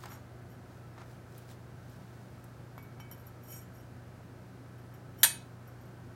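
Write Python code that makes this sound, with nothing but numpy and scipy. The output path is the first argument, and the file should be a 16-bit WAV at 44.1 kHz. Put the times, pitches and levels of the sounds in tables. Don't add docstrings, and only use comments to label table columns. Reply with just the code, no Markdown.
import sys
import numpy as np
from scipy import signal
from scipy.fft import rfft, irfft, next_fast_len
from scipy.io import wavfile
from scipy.ndimage import map_coordinates

SR = 44100
rng = np.random.default_rng(int(sys.argv[2]) if len(sys.argv) > 2 else 0)


def output_pcm(signal):
    pcm = np.clip(np.atleast_2d(signal).T, -1, 1) * 32767
    wavfile.write(sys.argv[1], SR, np.round(pcm).astype(np.int16))


N = 271215
TIME = np.arange(N) / SR
AGE = np.arange(SR // 2) / SR

# frequency_hz, density_db
KNOCK_SPECTRUM = [(80, -37), (400, -14), (900, 0.5), (1600, -1.5), (2500, -12), (4000, -15.5), (7000, -22),
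                  (15000, -38)]
# frequency_hz, density_db
TICK_SPECTRUM = [(500, -26), (2500, -21), (6000, -26), (9000, -2.5), (12000, 20.5), (14500, -0.5),
                 (16000, 3.5)]


def amp(db):
    return 10 ** (np.asarray(db) / 20)


def unit(x):
    return x / np.sqrt(np.mean(x ** 2) + 1e-20)


def along(points, hz):
    frequencies, values = np.transpose(points)
    return np.interp(np.log(hz + 1), np.log(frequencies + 1), values)


def fade(t60_s):
    return np.exp(-np.log(1000) * AGE / t60_s)


def add(track, start_s, sound):
    part = track[max(round(start_s * SR), 0):][:len(sound)]
    part += sound[:len(part)]


def filtered(x, response):
    size = next_fast_len(len(x) + 8192)
    return irfft(rfft(x, size) * response(np.fft.rfftfreq(size, 1 / SR)), size)[:len(x)]


def noise(spectrum, size):
    return unit(filtered(rng.standard_normal(size), lambda hz: amp(along(spectrum, hz))))


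def wobble(knots_per_s):
    knots = rng.standard_normal(int(N * knots_per_s / SR) + 4)
    return map_coordinates(knots, [TIME * knots_per_s])


def burst(spectrum, t60_s):
    return noise(spectrum, len(AGE)) * fade(t60_s)


def mode(hz, t60_s):
    return np.sin(2 * np.pi * (hz * AGE + rng.random())) * fade(t60_s)


def resonate(force, modes):
    def response(f):
        return sum((-1) ** k * amp(db) * 1j * f * width_hz / (hz * hz - f * f + 1j * f * width_hz)
                   for k, (hz, width_hz, db) in enumerate(modes))
    return unit(filtered(force, response))


def swells(events):
    return sum(amp(db) * np.exp(-.5 * ((TIME - middle_s) / half_width_s) ** 2)
               for middle_s, db, half_width_s in events)


def hum(waver_db=-0.36, drift_rad=0.089):
    # pitch_hz, rms_db
    lines = [(92.8, -60.5), (120, -53), (186, -66), (240, -68), (360, -68.5), (480, -74.5)]
    out = np.zeros(N)
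    for hz, db in lines:
        peak = np.sqrt(2) * amp(db + waver_db * wobble(3))
        out += peak * np.sin(2 * np.pi * (hz * TIME + rng.random()) + drift_rad * wobble(1.3))
    return out


def fan(rms_db=-53):
    # frequency_hz, density_db
    air_spectrum = [(20, -43), (38, -21.5), (58, -1), (80, -2), (130, -1.5), (210, -6), (370, -6),
                    (440, -10.5), (650, -9.5), (850, -13.5), (1150, -17), (1650, -17.5), (1950, -22),
                    (2600, -26.5), (3400, -30.5), (4400, -30.5), (7000, -34.5), (15500, -39)]
    # centre_hz, width_hz, boost_db
    duct_modes = [(147.6, 9.7, 8), (181, 9.1, 6.5), (261, 16, 5.5), (1310, 58, 6.5), (1529, 83, 4)]

    def duct_gain(f):
        return amp(sum(db / (1 + (2 * (f - hz) / width_hz) ** 2) for hz, width_hz, db in duct_modes))
    return amp(rms_db) * unit(filtered(noise(air_spectrum, N), duct_gain))


def reverberation(x, delay_s=.006):
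    # frequency_hz, t60_s
    decay_times = [(200, 0.4), (2000, 0.33), (5000, 0.33), (9000, 0.26), (15000, 0.16)]
    hz, t, spectra = signal.stft(rng.standard_normal(SR // 2), SR, nperseg=256)
    decay = np.exp(-np.log(1000) * t / along(decay_times, hz)[:, None])
    tail = signal.istft(spectra * decay, SR, nperseg=256)[1]
    tail = np.pad(tail / np.linalg.norm(tail), (round(delay_s * SR), 0))
    return signal.fftconvolve(x, tail)[:N]


def fingers(grain_db=3, nail_t60_s=0.032):
    # middle_s, level_db, half_width_s
    touches = [(.03, -60, 0.025), (.038, -59, .003), (.058, -50.5, .002), (.73, -70, .05),
               (1.11, -66.5, 0.045), (1.375, -64, 0.057), (1.51, -59.5, 0.023), (1.914, -72, .034),
               (2.15, -70.5, 0.34)]
    # frequency_hz, density_db
    touch_spectrum = [(500, 0), (2000, -6), (4500, -3), (8000, -7), (13000, -12), (16000, -6)]
    # start_s, level_db
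    nail_ticks = [(1.38, -51.5), (2.4412, -55)]
    # frequency_hz, density_db
    nail_spectrum = [(2000, -18), (6000, -9), (9000, -1), (13000, 2), (16000, -10)]
    out = swells(touches) * unit(noise(touch_spectrum, N) * amp(grain_db * wobble(500)))
    for start_s, db in nail_ticks:
        add(out, start_s, amp(db) * burst(nail_spectrum, nail_t60_s))
    return out


def scuffs(grain_db=3):
    # middle_s, level_db, half_width_s
    strokes = [(.112, -55, 0.05), (1.003, -56, 0.025), (3.55, -62, 0.023)]
    return swells(strokes) * unit(noise(KNOCK_SPECTRUM, N) * amp(grain_db * wobble(200)))


def jaws():
    # pitch_hz, level_db, t60_s
    modes = [(2251, -0.5, 0.6), (2560, -10.5, 0.29)]
    return sum(amp(db) * mode(hz, t60_s) for hz, db, t60_s in modes)


def knocks(push_hz=1100, push_t60_s=0.0056, thud_t60_s=.06):
    # start_s, thud_db, push_db, jaws_db
    blows = [(.036, -44, -50, -85), (.0564, -44, -45, -85), (.119, -46.5, -52, -85), (.979, -53, -38, -90),
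             (1.017, -50, -47, -90), (2.7793, -50, -33, -56), (2.9992, -49.5, -48, -54),
             (3.114, -53.5, -48, -80), (5.2453, -31.5, -38, -79)]
    out = np.zeros(N)
    push = np.sin(2 * np.pi * push_hz * AGE) * fade(push_t60_s)
    for start_s, thud_db, push_db, jaws_db in blows:
        thud = burst(KNOCK_SPECTRUM, thud_t60_s)
        add(out, start_s, amp(push_db) * push + amp(thud_db) * thud + amp(jaws_db) * jaws())
    return out


def metal_taps(scatter_db=1.5, tick_db=-12, tick_t60_s=.025, jaws_db=-33, attack_s=.0005):
    # pitch_hz, level_db, t60_s
    steel_modes = [(3058, -12.5, 0.36), (5610, -9.5, 0.16), (6810, -32, 0.24), (7100, -16, 0.16),
                   (8320, -23, .22), (9525, -19, .15), (10650, -15, .08), (11680, -7, 0.27),
                   (12100, -4, 0.086), (12150, -24, 0.054), (12600, -17, .06), (13520, -18, .06),
                   (14130, -16, 0.14), (14350, -5, .04)]
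    # start_s, level_db, tilt_db_per_octave, contact_count
    taps = [(0.09, -60, 5, 1), (.515, -68, 2, 1), (1.9, -66, 0, 1), (2.778, -57, 12, 1),
            (2.826, -57.5, 8, 1), (3.0014, -53, -6, 1), (3.113, -40.5, 3, 4), (3.178, -60, 5, 1),
            (3.196, -60, 7, 2), (3.257, -69, 9, 1), (3.268, -49.5, 7, 2), (3.435, -53, 6, 1),
            (3.517, -49, 12, 1), (3.614, -52, 3, 1), (3.798, -65, -4.5, 1), (4.784, -66, -1, 1),
            (4.9387, -57.5, 0.5, 2), (5.188, -52, 1, 3), (5.675, -57.5, 4, 1), (5.81, -64, 4, 1),
            (5.855, -70, 2, 1)]
    bounce_s, bounce_loss_db = 0.01, 5
    free_ring_db, halving_db = -62.5, 14
    onset = 1 - np.exp(-AGE / attack_s)
    out = np.zeros(N)
    for start_s, first_db, tilt, contact_count in taps:
        damping = 2 ** ((first_db - free_ring_db) / halving_db)
        for k in range(round(contact_count)):
            ring = np.zeros(len(AGE))
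            for hz, db, t60_s in steel_modes:
                mode_db = db + tilt * np.log2(hz / 10000) + scatter_db * rng.standard_normal()
                ring += amp(mode_db) * mode(hz, t60_s / damping)
            contact = ring + amp(jaws_db) * jaws() + amp(tick_db) * burst(TICK_SPECTRUM, tick_t60_s)
            add(out, start_s + k * bounce_s, amp(first_db - k * bounce_loss_db) * contact * onset)
    return out


def steel_scrape(slips_per_s=6000, chatter_db=3, ring_db=-4, rasp_db=-2):
    # middle_s, level_db, half_width_s
    strokes = [(0.125, -59.5, 0.025), (.515, -71, 0.021), (3.535, -49, .043), (3.768, -67.5, .028),
               (5.21, -60, .016)]
    # centre_hz, width_hz, level_db
    free_modes = [(2270, 14, -3), (2574, 12, -7), (3060, 17, -3.5), (5610, 51, -1.5), (6716, 15.85, 2),
                  (7230, 20, -1.5), (8360, 16, 1.5)]
    # centre_hz, width_hz, level_db
    pinched_modes = [(10660, 350, -11.5), (11660, 140, -0.5), (12150, 370, -5), (12580, 600, -15.5),
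                     (14130, 195.5, -6)]
    speed = swells(strokes)
    slipping = rng.random(N) < slips_per_s / SR
    slips = unit(slipping * rng.standard_normal(N) * amp(chatter_db * wobble(120)))
    force = speed * slips
    ring = np.std(force) * resonate(force, free_modes)
    pitch_rise, lead_half_widths = .05, 2.3
    firmest_db = max(db for _, db, _ in strokes)
    cocked = swells([(middle_s - lead_half_widths * half_width_s, db - firmest_db, half_width_s)
                     for middle_s, db, half_width_s in strokes])
    read_position = np.cumsum(1 + pitch_rise * cocked)
    rasp = map_coordinates(resonate(slips, pinched_modes), [read_position], order=5)
    return amp(ring_db) * ring + amp(rasp_db) * speed * rasp


def piston_clack(ring_db=0.8, tick_db=-16, tick_t60_s=0.023):
    # start_s, level_db, t60_s
    impacts = [(5.232, -16, 0.033), (5.2329, -14, 0.014), (5.2363, -19, 0.034), (5.2406, -18.5, 0.041),
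               (5.247, -26, .09)]
    # frequency_hz, density_db
    casting_spectrum = [(100, -45), (400, -17), (700, -18), (1000, -3), (1300, -15.5), (1650, 7.5),
                        (2300, -6), (3300, 0.5), (4200, 2), (5000, -5), (7000, 0), (9000, -2.5),
                        (10500, -6), (11800, 2.5), (13500, -6), (15500, -8.5)]
    # pitch_hz, level_db, t60_s, rise_s
    coupled_modes = [(935, -37, .14, .006), (1548, -20.5, .09, .003), (1655, -26.5, .09, .003),
                     (1750, -29, .12, .003), (2257, -36.5, .22, .002), (2548, -35, .24, .012),
                     (2574, -39, .25, .003), (2985, -37, .22, .002), (3470, -24, .06, .001),
                     (3974, -25, .1, .001), (4474, -33.5, .13, .001), (5699, -31, .13, .001),
                     (6667, -30.5, .17, .002), (6779, -27, .09, .002), (7228, -27, .12, .008),
                     (8317, -26.5, .19, .003), (9528, -6.5, .1, .022), (10540, -32, .08, .001),
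                     (11483, -16, .055, .001), (11593, -15, .05, .001), (11783, -12, .05, .001),
                     (12590, -33, .14, .001), (13540, -28, .1, .001), (14030, -32, .08, .001)]
    out = np.zeros(N)
    for start_s, db, t60_s in impacts:
        add(out, start_s, amp(db) * burst(casting_spectrum, t60_s))
    ring = sum(amp(db) * mode(hz, t60_s) * (1 - np.exp(-AGE / rise_s))
               for hz, db, t60_s, rise_s in coupled_modes)
    tick = burst(TICK_SPECTRUM, tick_t60_s)
    first_impact_s = impacts[0][0]
    add(out, first_impact_s, amp(ring_db) * ring + amp(tick_db) * tick)
    return out


def scene(reverberation_db=-12):
    direct = metal_taps() + steel_scrape() + piston_clack() + knocks() + fingers() + scuffs()
    return (direct + amp(reverberation_db) * reverberation(direct) + hum() + fan())[None]


def record(dry):
    cutoff_hz = 15850
    return np.array([filtered(channel, lambda hz: hz < cutoff_hz) for channel in dry])


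dry = scene()
out = record(dry)
output_pcm(out)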